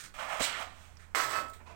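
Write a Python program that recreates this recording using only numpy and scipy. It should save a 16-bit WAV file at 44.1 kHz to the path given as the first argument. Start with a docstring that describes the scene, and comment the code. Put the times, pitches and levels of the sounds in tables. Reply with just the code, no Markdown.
"""A brief rustle opens the scene. A thin metal sheet buckles as it is let go, crashes onto a dirt floor with a
thud and rattles to rest, each tiny contact exciting its dense modes. After a small snap, as a man bends down to
it, metal clangs, clatters, wobbles and squeals; the knocks set clear modes ringing until they are damped. Grit
scuffs and a light scrape follows. Under it all lies the low hum of a small workshop, and the scene is heard
almost wholly in the right channel."""
import sys
import numpy as np
from scipy import signal
from scipy.fft import rfft, irfft
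from scipy.io import wavfile

SR = 44100
rng = np.random.default_rng(int(sys.argv[2]) if len(sys.argv) > 2 else 0)


def digitize_waveform(pressure):
    """Quantize a signal to 16-bit integers and store it at the path in sys.argv[1].

    Rows of a 2-D input are taken as channels; values are limited to [-1, 1].
    """
    field = np.atleast_2d(pressure).T
    bounded = np.clip(field, -1, 1)
    quanta = np.round(bounded * 32767).astype(np.int16)
    wavfile.write(sys.argv[1], SR, quanta)


N = 77175
TIME = np.arange(N) / SR

# Decay of the sheet's dense modes: (frequency [Hz], t60 [s])
SHEET_DECAY = [(200, 0.85), (700, 0.45), (1500, 0.25), (4000, 0.29), (8000, 0.16), (16000, 0.25)]
def sheet(drive, shimmer_db=-5, build_s=0.00058, size=256):
    """High modal density: each contact is heard directly and as a noise-like tail of close modes."""
    hz, t, spectrum = signal.stft(rng.standard_normal(SR), SR, nperseg=size)
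    decay = amp(-60 * t / read(SHEET_DECAY, hz)[:, None])
    tail = signal.istft(spectrum * decay, SR, nperseg=size)[1]
    tail *= 1 - np.exp(-np.arange(len(tail)) / SR / build_s)
    shimmer = signal.fftconvolve(drive, tail / np.linalg.norm(tail))[:N]
    return (drive + amp(shimmer_db) * shimmer) / np.hypot(1, amp(shimmer_db))


# Rustling, buckling, crashing: (start [s], rise [s], hold [s], t60 [s], level [dB], treble gain [dB])
RUSTLE_BURSTS = [(0.0, 0.00057, 0.0056, 0.16, -40.5, 1), (0.033, 0.0074, 0.017, 0.12, -41.5, -2),
                 (0.985, 0.011, 0.043, 0.2, -52, -10)]
BUCKLE_BURSTS = [(0.14, 0.0012, 0.019, 0.82, -46, 4.5), (0.175, 0.022, 0.038, 0.47, -34, -3),
                 (0.27, 0.032, 0.058, 0.79, -33, -2), (0.395, 0.0047, 0.0035, 0.085, -28.5, 2),
                 (0.55, 0.066, 0.013, 0.1, -34, 0), (0.72, 0.049, 0.098, 0.52, -59, 10)]
CRASH_BURSTS = [(0.397, 0.03, 0.022, 0.14, -28.5, 5), (0.44, 0.029, 0.019, 0.62, -29, -8.5),
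                (0.52, 0.023, 0.035, 0.19, -33.5, -32)]
# Their spectra: (frequency [Hz], relative level [dB])
RUSTLE_SPECTRUM = [(150, -3), (700, -18), (1100, -10.5), (1560, 1.5), (3000, -9.5), (3850, -5.5),
                   (5600, -8.5), (6900, -3.5), (7700, -8), (8600, -1.5), (10000, -19.5), (16000, -19)]
BUCKLE_SPECTRUM = [(60, -33.5), (200, -19), (430, -22.5), (560, -8.5), (690, -1), (900, -5), (1140, -3.5),
                   (1400, -6.5), (2700, -11), (4700, -24), (8500, -21.5), (10500, -37), (16000, -32)]
CRASH_SPECTRUM = [(100, -21), (400, -12), (650, -15), (1200, 0), (1900, 2.5), (2450, 0), (2950, 1),
                  (4000, -1), (5200, -6), (6800, -7), (7600, -2), (8700, -5), (10000, -19.5), (16000, -21)]
def fall():
    """Impulsive excitation: friction, buckling and the crash each give swarms of tiny impulses."""
    slide = rattle(RUSTLE_BURSTS, RUSTLE_SPECTRUM)
    buckle = rattle(BUCKLE_BURSTS, BUCKLE_SPECTRUM)
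    crash = rattle(CRASH_BURSTS, CRASH_SPECTRUM)
    return slide + buckle + crash


# Blows of metal on metal: (time [s], relative crack level [dB], relative ring level [dB])
KNOCK_STRIKES = [(1.1483, 5, -16), (1.1557, 0, -23), (1.195, -8, 0.5), (1.201, 0.5, 0.5), (1.333, -15, 0.5),
                 (1.3545, -18, 1.5), (1.379, -28, -6), (1.426, -40, -12), (1.457, -32, -34)]
# Spectrum of a crack: (frequency [Hz], relative level [dB])
CRACK_SPECTRUM = [(100, -58), (400, -9), (750, -1), (1800, 4.5), (2800, -8.5), (5000, -29), (9000, -46),
                  (16000, -40)]
def knocks(gain_db=-4):
    """Hard impact: a very brief contact gives a broadband crack."""
    times, crack_db, _ = np.transpose(KNOCK_STRIKES)
    return colour(clicks(times, crack_db + gain_db), CRACK_SPECTRUM)


# Clear modes of the metal: (frequency [Hz], level for a 0 dB knock [dB], t60 [s])
RING_MODES = [(614, -43, .42), (662, -50, .8), (786, -48, .35), (848, -47, .35), (963, -45, .5),
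              (1027, -45, .35), (1098, -38.5, .38), (1181, -42, .3), (1307, -29.7, .6), (1360, -41, .2),
              (1505, -39, .25), (1598, -42, .26), (1732, -40, .27), (1820, -42, .18), (2055, -44, .24),
              (2353, -47, .25), (2588, -40.5, .3), (3012, -46, .2), (4409, -50, .26), (4590, -51, .22),
              (4904, -53, .25)]
def ring(waver_hz=2.01, waver_db=1.8, waver_rate_hz=15.5, damp_start_s=1.518, damp_db_per_s=170):
    """Free vibration: modes store the knocks' energy, waver as the metal bends and are then damped."""
    times, _, ring_db = np.transpose(KNOCK_STRIKES)
    energy_in = clicks(times, ring_db) ** 2
    out = np.zeros(N)
    for hz, db, t60 in RING_MODES:
        energy = signal.lfilter([1], [1, -amp(-60 / t60 / SR) ** 2], energy_in)
        cycles = np.cumsum(hz + waver_hz * drift(waver_rate_hz)) / SR + rng.random()
        gain = amp(db + waver_db * drift(waver_rate_hz))
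        out += np.sqrt(energy) * gain * np.sin(2 * np.pi * cycles)
    return out * amp(-damp_db_per_s * np.maximum(TIME - damp_start_s, 0))


# Clatter, grit, scrapes: (start [s], rise [s], hold [s], t60 [s], level [dB], treble gain [dB])
CLATTER_BURSTS = [(1.139, 0.0042, .002, 0.055, -56, -29), (1.148, 0.0031, 0.032, 0.27, -27, 3),
                  (1.185, 0.031, 0.022, 0.33, -31.5, 3), (1.265, 0.047, 0.019, 0.38, -32, 0.5),
                  (1.345, 0.016, 0.035, 0.15, -35.5, -0.5)]
GRIT_BURSTS = [(1.481, 0.0018, 0.0028, 0.045, -63, 11), (1.497, 0.0012, 0.0026, 0.028, -54.5, 8.5),
               (1.533, 0.0013, 0.0036, 0.17, -47.5, -1)]
SCRAPE_BURSTS = [(1.598, 0.0066, 0.0082, 0.11, -50, -25), (1.655, 0.013, 0.047, 0.21, -48.5, 0.5)]
# Their spectra: (frequency [Hz], relative level [dB])
CLATTER_SPECTRUM = [(100, -41), (210, -27.5), (300, -16.5), (550, -9), (900, -5.5), (1250, -4),
                    (1900, -3.5), (2600, -14.5), (3600, -16), (4600, -16.5), (7000, -20), (8000, -15.5),
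                    (10200, -30), (16000, -25.5)]
GRIT_SPECTRUM = [(200, -18), (1500, 7), (3500, 2), (6000, -5), (8500, 6.5), (10500, -15), (16000, -2)]
SCRAPE_SPECTRUM = [(100, -8), (400, -3.5), (700, 1.5), (860, -1.5), (970, 5.5), (1100, -3.5), (2250, -7),
                   (2440, 0), (2900, -14.5), (8500, -23), (10500, -34), (16000, -39)]
def clatter_and_scrape():
    """Intermittent contact: metal clatters, grit scuffs and light scrapes follow."""
    clatter = rattle(CLATTER_BURSTS, CLATTER_SPECTRUM)
    grit = rattle(GRIT_BURSTS, GRIT_SPECTRUM)
    scrape = rattle(SCRAPE_BURSTS, SCRAPE_SPECTRUM)
    return clatter + grit + scrape


# Flat blows on the dirt: (start [s], rise [s], hold [s], t60 [s], level [dB])
THUD_BURSTS = [(0.401, 0.0054, 0.0032, 0.056, -24), (0.439, .008, 0.0077, 0.1, -48),
               (1.35, 0.031, 0.031, 0.27, -43)]
# Their spectrum: (frequency [Hz], relative level [dB])
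THUD_SPECTRUM = [(20, -1), (90, 2.5), (160, 1), (300, 5.5), (420, -7), (550, 10.5), (1000, -13),
                 (2000, -5.5), (16000, -39)]
def thuds():
    """Soft impact: the sheet's blows on dirt give mostly low frequencies."""
    return noise_bursts(THUD_BURSTS, THUD_SPECTRUM)


# Squeals of the edge: (start [s], rise [s], hold [s], t60 [s], level [dB])
SQUEAL_BURSTS = [(1.288, .008, .025, .2, -43.5), (1.37, .01, .02, .25, -52)]
def squeal():
    """Frictional vibration: the sliding edge sounds a high, unsteady tone."""
    return narrowband(SQUEAL_BURSTS, hz=7950, width_hz=75)


# Wobble of the sheet: (start [s], rise [s], hold [s], t60 [s], level [dB])
WOBBLE_BURSTS = [(1.17, .07, .04, .12, -51)]
def wobble():
    """Flexural vibration: the wobbling sheet sounds a low note."""
    return narrowband(WOBBLE_BURSTS, hz=133, width_hz=9.3)


# One snap in the pause: (start [s], rise [s], hold [s], t60 [s], level [dB])
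SNAP_BURSTS = [(0.9695, 0.00086, 0.0014, 0.036, -52.5)]
# Its spectrum: (frequency [Hz], relative level [dB])
SNAP_SPECTRUM = [(1500, -5), (3500, -9), (5600, 2), (7200, -10), (10000, -24)]
def snap():
    """Transient: bright noise with an abrupt onset is heard as a snap."""
    return noise_bursts(SNAP_BURSTS, SNAP_SPECTRUM)


# Workshop background: (frequency [Hz], relative level [dB])
ROOM_SPECTRUM = [(20, 3.5), (50, -5.5), (170, -10.5), (350, -22), (1500, -20), (4000, -38), (8500, -33.5),
                 (10500, -45.5), (16000, -45)]
def workshop(hum_hz=80.5, hum_db=-53.5, swell_s=0.74, noise_db=-53.5):
    """Superposition: a machine's low hum swells in over steady broadband noise."""
    hum = np.sqrt(2) * np.sin(2 * np.pi * (hum_hz * TIME + rng.random()))
    swell = np.minimum(TIME / swell_s, 1)
    return amp(hum_db) * hum * swell + amp(noise_db) * colour(rng.standard_normal(N), ROOM_SPECTRUM)


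def rattle(bursts, spectrum, contacts_per_s=4500, spread_db=1.5, treble_hz=3130):
    """Shot noise: swarms of tiny uneven contacts; each swarm has its own share of treble."""
    low_pass = signal.butter(2, treble_hz, fs=SR, output="sos")
    out = np.zeros(N)
    for *shape, treble_db in bursts:
        strength = amp(spread_db * np.minimum(rng.exponential(1, N), 3)) * rng.choice([-1, 1], N)
        touching = rng.random(N) < contacts_per_s / SR
        train = unit_rms(strength * touching) * envelope(*shape)
        soft = signal.sosfiltfilt(low_pass, train)
        out += soft + amp(treble_db) * (train - soft)
    return colour(out, spectrum)


def noise_bursts(bursts, spectrum):
    """Source and filter: white noise is shaped in time, then in frequency."""
    return colour(rng.standard_normal(N) * sum(envelope(*row) for row in bursts), spectrum)


def narrowband(bursts, hz, width_hz):
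    """Random modulation widens a tone into a narrow band, which swells and dies."""
    carrier = np.exp(2j * np.pi * hz * TIME)
    modulation = drift(width_hz) + 1j * drift(width_hz)
    return sum(envelope(*row) for row in bursts) * (carrier * modulation).real


def amp(db):
    """Decibels to amplitude ratio."""
    return 10 ** (np.asarray(db) / 20)


def unit_rms(x):
    """Normalisation to rms 1."""
    return x / np.sqrt(np.mean(x ** 2) + 1e-20)


def read(points, hz):
    """Interpolation on a log-frequency axis."""
    f, value = np.transpose(points)
    return np.interp(np.log(hz + 1), np.log(f + 1), value)


def colour(x, spectrum, size=4096):
    """Minimum-phase filter of unit energy with the given spectral shape."""
    log_gain = np.log(amp(read(spectrum, abs(np.fft.fftfreq(size, 1 / SR)))))
    response = np.exp(np.conj(signal.hilbert(log_gain)))
    taps = np.fft.ifft(response).real[:size // 2]
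    return signal.fftconvolve(x, taps / np.linalg.norm(taps))[:N]


def drift(rate_hz):
    """Low-pass noise: a smooth fluctuation of rms 1."""
    low_pass = np.exp(-(np.fft.rfftfreq(N, 1 / SR) / rate_hz) ** 2)
    return unit_rms(irfft(rfft(rng.standard_normal(N)) * low_pass, N))


def envelope(start, rise, hold, t60, db):
    """Linear rise, hold and exponential decay."""
    t = TIME - start
    return amp(db - 60 * np.maximum(t - rise - hold, 0) / t60) * np.clip(t / rise, 0, 1)


def clicks(times, levels_db):
    """One impulse at each time."""
    out = np.zeros(N)
    out[np.round(times * SR).astype(int)] = amp(levels_db)
    return out


def duck_bass(x, bass_hz=106, threshold_db=-32.5, slope=0.92, recover_db_per_s=53, size=600):
    """Compression: the recorder turns the deep bass down while the sound is loud."""
    power_db = 10 * np.log10(abs(signal.lfilter(np.ones(size) / size, [1], x ** 2)) + 1e-12)
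    release_db = recover_db_per_s * TIME
    held_db = np.maximum.accumulate(power_db + release_db) - release_db
    over_db = np.maximum(held_db - threshold_db, 0)
    bass = signal.sosfiltfilt(signal.butter(3, bass_hz, fs=SR, output="sos"), x)
    return x - bass * (1 - amp(-slope * over_db))


def scene():
    """Superposition: the drop, the clang and the workshop add at the microphone."""
    drop = thuds() + sheet(fall())
    clang = snap() + sheet(knocks() + clatter_and_scrape()) + squeal() + wobble() + ring()
    return np.tile(drop + clang + workshop(), (2, 1))


# Self-noise of the left channel: (frequency [Hz], relative level [dB])
HISS_SPECTRUM = [(20, 6), (60, -12.5), (200, -21.5), (1200, -29.5), (4500, -36), (6200, -50), (11000, -36),
                 (16000, -34)]
def record(dry, left_gain_db=-45, hiss_db=-64.5, cutoff_hz=16000):
    """Channel imbalance: the left is nearly dead, the right has its bass ducked; both are band-limited."""
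    left = amp(left_gain_db) * dry[0] + amp(hiss_db) * colour(rng.standard_normal(N), HISS_SPECTRUM)
    right = duck_bass(dry[1])
    low_pass = signal.firwin(511, cutoff_hz, window=("kaiser", 9), fs=SR)
    return signal.oaconvolve(np.array([left, right]), low_pass[None], "same", axes=1)


dry = scene()
out = record(dry)
digitize_waveform(out)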